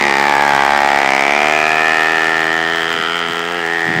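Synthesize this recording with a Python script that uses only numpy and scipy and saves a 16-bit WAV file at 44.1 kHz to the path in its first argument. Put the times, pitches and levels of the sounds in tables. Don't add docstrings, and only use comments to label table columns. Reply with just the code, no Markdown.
import sys
import numpy as np
from scipy import signal
from scipy.fft import rfft, irfft
from scipy.io import wavfile

SR = 44100
rng = np.random.default_rng(int(sys.argv[2]) if len(sys.argv) > 2 else 0)


def waveform_to_disk(signal):
    frames = np.transpose(np.atleast_2d(signal))
    scaled = np.clip(frames, -1, 1) * 32767
    samples = np.round(scaled).astype(np.int16)
    wavfile.write(sys.argv[1], SR, samples)


N = 176400

# (time [s], firing rate [Hz])
FIRING_RATE = [(0.0, 71.0), (0.04, 71.1), (0.14, 68.1), (0.2, 69.9), (0.28, 72.7), (0.35, 69.5),
               (0.42, 72.2), (0.52, 70.7), (0.57, 69.3), (0.61, 69.5), (0.66, 70.4), (0.73, 71.9),
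               (0.85, 70.7), (1.0, 70.3), (1.06, 67.1), (1.16, 67.6), (1.27, 70.6), (1.38, 73.6),
               (1.5, 76.2), (1.62, 76.8), (1.73, 78.8), (1.93, 80.0), (2.04, 79.0), (2.13, 81.5),
               (2.21, 79.8), (2.28, 81.2), (2.46, 80.4), (2.55, 81.6), (2.76, 83.8), (2.83, 82.0),
               (2.93, 83.7), (3.02, 81.6), (3.15, 85.9), (3.23, 83.9), (3.36, 84.5), (3.43, 83.9),
               (3.55, 87.5), (3.64, 82.7), (3.75, 84.6), (3.82, 83.2), (4.0, 82.9)]


def amp(db):
    return 10 ** (np.asarray(db) / 20)


def unit(x):
    return x / np.sqrt(np.mean(x ** 2) + 1e-20)


def curve(rows, column=1):
    rows = np.array(rows)
    return np.interp(np.arange(N) / SR, rows[:, 0], rows[:, column])


def at_hz(rows, hz):
    row_hz, value = np.transpose(rows)
    return np.interp(np.log(hz + 1), np.log(row_hz + 1), value)


def noise(spectrum):
    gain = amp(at_hz(spectrum, np.fft.rfftfreq(N, 1 / SR)))
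    return unit(irfft(rfft(rng.standard_normal(N)) * gain, N))


def firings(jitter_s=2e-5, bang_spread_db=0.4, spit_spread_db=3):
    rate_hz = curve(FIRING_RATE)
    cycles = np.cumsum(rate_hz) / SR + .3
    onsets = np.interp(np.arange(1, int(cycles[-1]) + 1), cycles, np.arange(N))
    late, weak, spit = rng.standard_normal((400, 3))[:len(onsets)].T
    onsets = np.clip(onsets + late * jitter_s * SR, 0, N - 2)
    age_s = cycles % 1 / rate_hz
    spit_gain = amp(spit_spread_db * spit)[cycles.astype(int) - 1]
    return onsets, amp(-bang_spread_db * weak), age_s, spit_gain


def pipe_response(onsets, hz, bass_cut_hz=157.6, low_lag_s=0.002263, lag_corner_hz=2335):
    # (time [s], centre [Hz], relative level [dB])
    thump = [(0.0, 267, -25.5), (0.6, 154, -37.5), (1.2, 132.4, -35.5), (2.0, 222.4, -44.5),
             (3.5, 212, -30.5), (4.0, 230, -42)]
    body = [(0.0, 350, -21), (0.6, 490, -23), (1.15, 420, -23.5), (1.6, 445, -23.5), (2.5, 384, -23.5),
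            (3.1, 424, -27), (3.55, 428.0, -24.2), (4.0, 337, -25)]
    bark = [(0, 840, -17), (.18, 860, -14), (.33, 870, -11.5), (.6, 826, -11), (.95, 802, -12),
            (1.15, 735, -16), (1.5, 695, -16), (2.1, 730, -20), (2.6, 680, -23), (2.95, 630, -31),
            (3.45, 683, -30), (3.7, 760, -26), (4, 714, -25.5)]
    throat = [(0.0, 995, -19.5), (1.1, 1008, -16.5), (1.6, 1108.0, -24), (2.4, 1130, -33), (3.3, 1100, -29),
              (3.7, 1090, -46), (4.0, 1161.0, -37)]
    honk = [(0.0, 1310, -23), (0.6, 1110, -14), (1.1, 1180, -18.5), (1.5, 1280, -19), (2.3, 1395, -22),
            (2.7, 1330, -23), (3.1, 1370, -19.5), (3.45, 1410, -25), (4.0, 1560, -38)]
    ring = [(0.0, 1990, -15), (0.25, 1790, -16.5), (0.55, 1570, -15), (0.9, 1610, -18.5),
            (1.3, 1740, -22.5), (1.6, 1715, -18.0), (1.9, 1803, -13.5), (2.3, 1790, -14.5),
            (2.6, 1835, -19), (2.85, 1850, -37), (3.3, 1660, -24), (3.55, 1680, -23.5), (3.75, 1885.0, -25),
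            (4.0, 1810, -28)]
    snarl = [(0.0, 2066, -11), (0.3, 1817, -20.5), (0.6, 1970, -16.5), (0.85, 1820, -14.5),
             (1.1, 2070, -14), (1.5, 2174, -15), (1.85, 1940, -29.5), (2.5, 1810, -24), (2.8, 1790, -20.5),
             (3.15, 1950, -22.5), (3.4, 1792.0, -24), (4.0, 1853, -17.3)]
    rasp = [(0.0, 2450, -19.5), (0.7, 2150, -24.5), (1.2, 2208, -15.5), (1.65, 2460, -16.2),
            (2.1, 2553.0, -24.2), (2.7, 2440, -39.5), (3.15, 2120, -25), (3.3, 2540, -39),
            (3.6, 2920, -29.1), (4.0, 2480, -65)]
    edge = [(0.0, 3800, -31), (0.6, 3230, -35), (1.1, 3850, -41.5), (1.8, 2670, -27.5),
            (2.4, 2985.0, -29.5), (2.8, 3160, -25.5), (3.15, 3104.0, -24), (3.4, 3150, -29),
            (3.6, 3060, -31), (4.0, 3400, -40.5)]
    sizzle = [(0, 4680, -37), (1, 4950, -56), (2.3, 4900, -61), (3, 4900, -40), (4, 4950, -61)]
    starts = onsets.astype(int)

    def resonance(rows, width_hz, skirt_hz, lag_ms):
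        centre_hz = curve(rows)[starts, None]
        level = amp(curve(rows, column=2)[starts, None])
        peak = sum(1 / (1 + 2j * offset / width_hz) / (1 + 2j * offset / skirt_hz)
                   for offset in (hz - centre_hz, hz + centre_hz))
        rms = np.sqrt(np.mean(abs(peak) ** 2, axis=1, keepdims=True))
        return level * peak / rms * np.exp(-2j * np.pi * hz * lag_ms / 1000)

    modes = (resonance(thump, width_hz=23, skirt_hz=74, lag_ms=0.36)
             + resonance(body, width_hz=177, skirt_hz=149, lag_ms=0.5)
             + resonance(bark, width_hz=194, skirt_hz=194, lag_ms=0.58)
             + resonance(throat, width_hz=200, skirt_hz=540, lag_ms=0.42)
             + resonance(honk, width_hz=190, skirt_hz=480, lag_ms=0.28)
             + resonance(ring, width_hz=104, skirt_hz=1650, lag_ms=0.28)
             + resonance(snarl, width_hz=184, skirt_hz=1440, lag_ms=0.15)
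             + resonance(rasp, width_hz=270, skirt_hz=280, lag_ms=0.068)
             + resonance(edge, width_hz=350, skirt_hz=450, lag_ms=0)
             + resonance(sizzle, width_hz=220, skirt_hz=320, lag_ms=0))
    period_samples = SR / curve(FIRING_RATE)[starts, None]
    gain = abs(modes) * np.sqrt(period_samples / (1 + (bass_cut_hz / (hz + 1)) ** 6))
    log_gain = np.log(gain + .01)
    mirrored = np.hstack([log_gain, log_gain[:, -2:0:-1]])
    minimum_phase = -signal.hilbert(mirrored).imag[:, :len(hz)]
    lag_phase = 2 * np.pi * low_lag_s * lag_corner_hz * np.arctan(hz / lag_corner_hz)
    return gain * np.exp(1j * (minimum_phase - lag_phase))


def exhaust(onsets, strength, age_s, puff_db=-20, puff_s=0.0057, flow_db=-20, rough_above_hz=2100):
    n_fft = 2048
    hz = np.fft.rfftfreq(n_fft, 1 / SR)
    starts = onsets.astype(int)
    puff, flow = rng.standard_normal((2, N + n_fft))[:, :N]
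    gas = amp(puff_db) * unit(puff * np.exp(-age_s / puff_s)) + amp(flow_db) * flow
    puffs = np.array([rfft(cycle, n_fft) for cycle in np.split(gas, starts)[1:]])
    puffs *= np.sqrt(len(onsets) / N) * hz / np.hypot(hz, rough_above_hz)
    bangs = strength[:, None] * np.exp(-2j * np.pi * hz * (onsets % 1)[:, None] / SR)
    rings = irfft((bangs + puffs) * pipe_response(onsets, hz), n_fft)
    pipe = np.zeros(N + n_fft)
    for start, ring in zip(starts, rings):
        pipe[start:start + n_fft] += ring
    return pipe[:N]


def gas_and_tyre_hiss(age_s, spit_gain, spit_s=0.0012, crack_s=0.0073):
    # (frequency [Hz], relative level [dB])
    spit_spectrum = [(2500, -7), (4800, -1), (7500, 1), (10000, -10), (16000, -9.5)]
    crack_spectrum = [(1500, -25), (3000, 9), (4000, 2.5), (4800, -4), (5800, -9.5), (7300, -9),
                      (8500, -9.5), (10500, -32), (16000, -34)]
    wash_spectrum = [(20, 2.5), (100, -2), (300, 1), (900, 9), (2000, 14), (3300, -5.5), (4000, -8.5),
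                     (4900, -1.5), (5800, -9), (7500, -15.5), (10000, -33), (16000, -43)]
    # (time [s], level [dB])
    treble_level = [(0.0, -27), (0.01, -31), (0.54, -30), (1.68, -31.5), (2.46, -33), (2.51, -35),
                    (2.76, -34), (3.62, -37), (4.0, -35)]
    spit = unit(noise(spit_spectrum) * spit_gain * age_s * np.exp(-age_s / spit_s))
    crack = unit(noise(crack_spectrum) * np.exp(-age_s / crack_s))
    wash = noise(wash_spectrum)
    return amp(curve(treble_level)) * (amp(-6) * spit + amp(1.5) * crack + amp(9.5) * wash)


def shore_echo(source, delay_s=0.02):
    # (frequency [Hz], T60 [s])
    decay_times = [(150, 0.2), (800, 0.24), (2500, 0.21), (8000, 0.18)]
    hz, t, spectra = signal.stft(rng.standard_normal(SR), SR, nperseg=256)
    envelope = amp(-60 * t / at_hz(decay_times, hz)[:, None]) * (t > delay_s)
    _, tail = signal.istft(spectra * envelope, SR, nperseg=256)
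    return signal.fftconvolve(source, tail / np.linalg.norm(tail))[:N]


def wind():
    # (frequency [Hz], relative level [dB])
    spectrum = [(20, -12), (70, -28), (120, 2.5), (180, 4.5), (280, 0.5), (450, -6.5), (1000, -31),
                (4000, -70)]
    # (time [s], 1/e half-width [s], level [dB])
    gusts = [(2.982, .04, -29.5), (3.3, 0.028, -29), (3.897, 0.032, -25), (3.99, 0.048, -22.5)]
    t = np.arange(N) / SR
    envelope = sum(amp(db) * np.exp(-((t - peak_s) / half_s) ** 2) for peak_s, half_s, db in gusts)
    return noise(spectrum) * envelope


def scene(echo_db=-18.5):
    onsets, strength, age_s, spit_gain = firings()
    pipe = exhaust(onsets, strength, age_s)
    echo = amp(echo_db) * shore_echo(pipe)
    return (pipe + echo + gas_and_tyre_hiss(age_s, spit_gain) + wind())[None]


def record(dry, ceiling=0.73, knee=3.9, low_cut_hz=63, high_cut_hz=15800):
    squashed = dry / (1 + abs(dry / ceiling) ** knee) ** (1 / knee)
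    highpass = signal.butter(1, low_cut_hz, "high", fs=SR, output="sos")
    lowpass = signal.firwin(511, high_cut_hz, window=("kaiser", 9), fs=SR)
    return signal.oaconvolve(signal.sosfilt(highpass, squashed), lowpass[None], "same")


dry = scene()
out = record(dry)
waveform_to_disk(out)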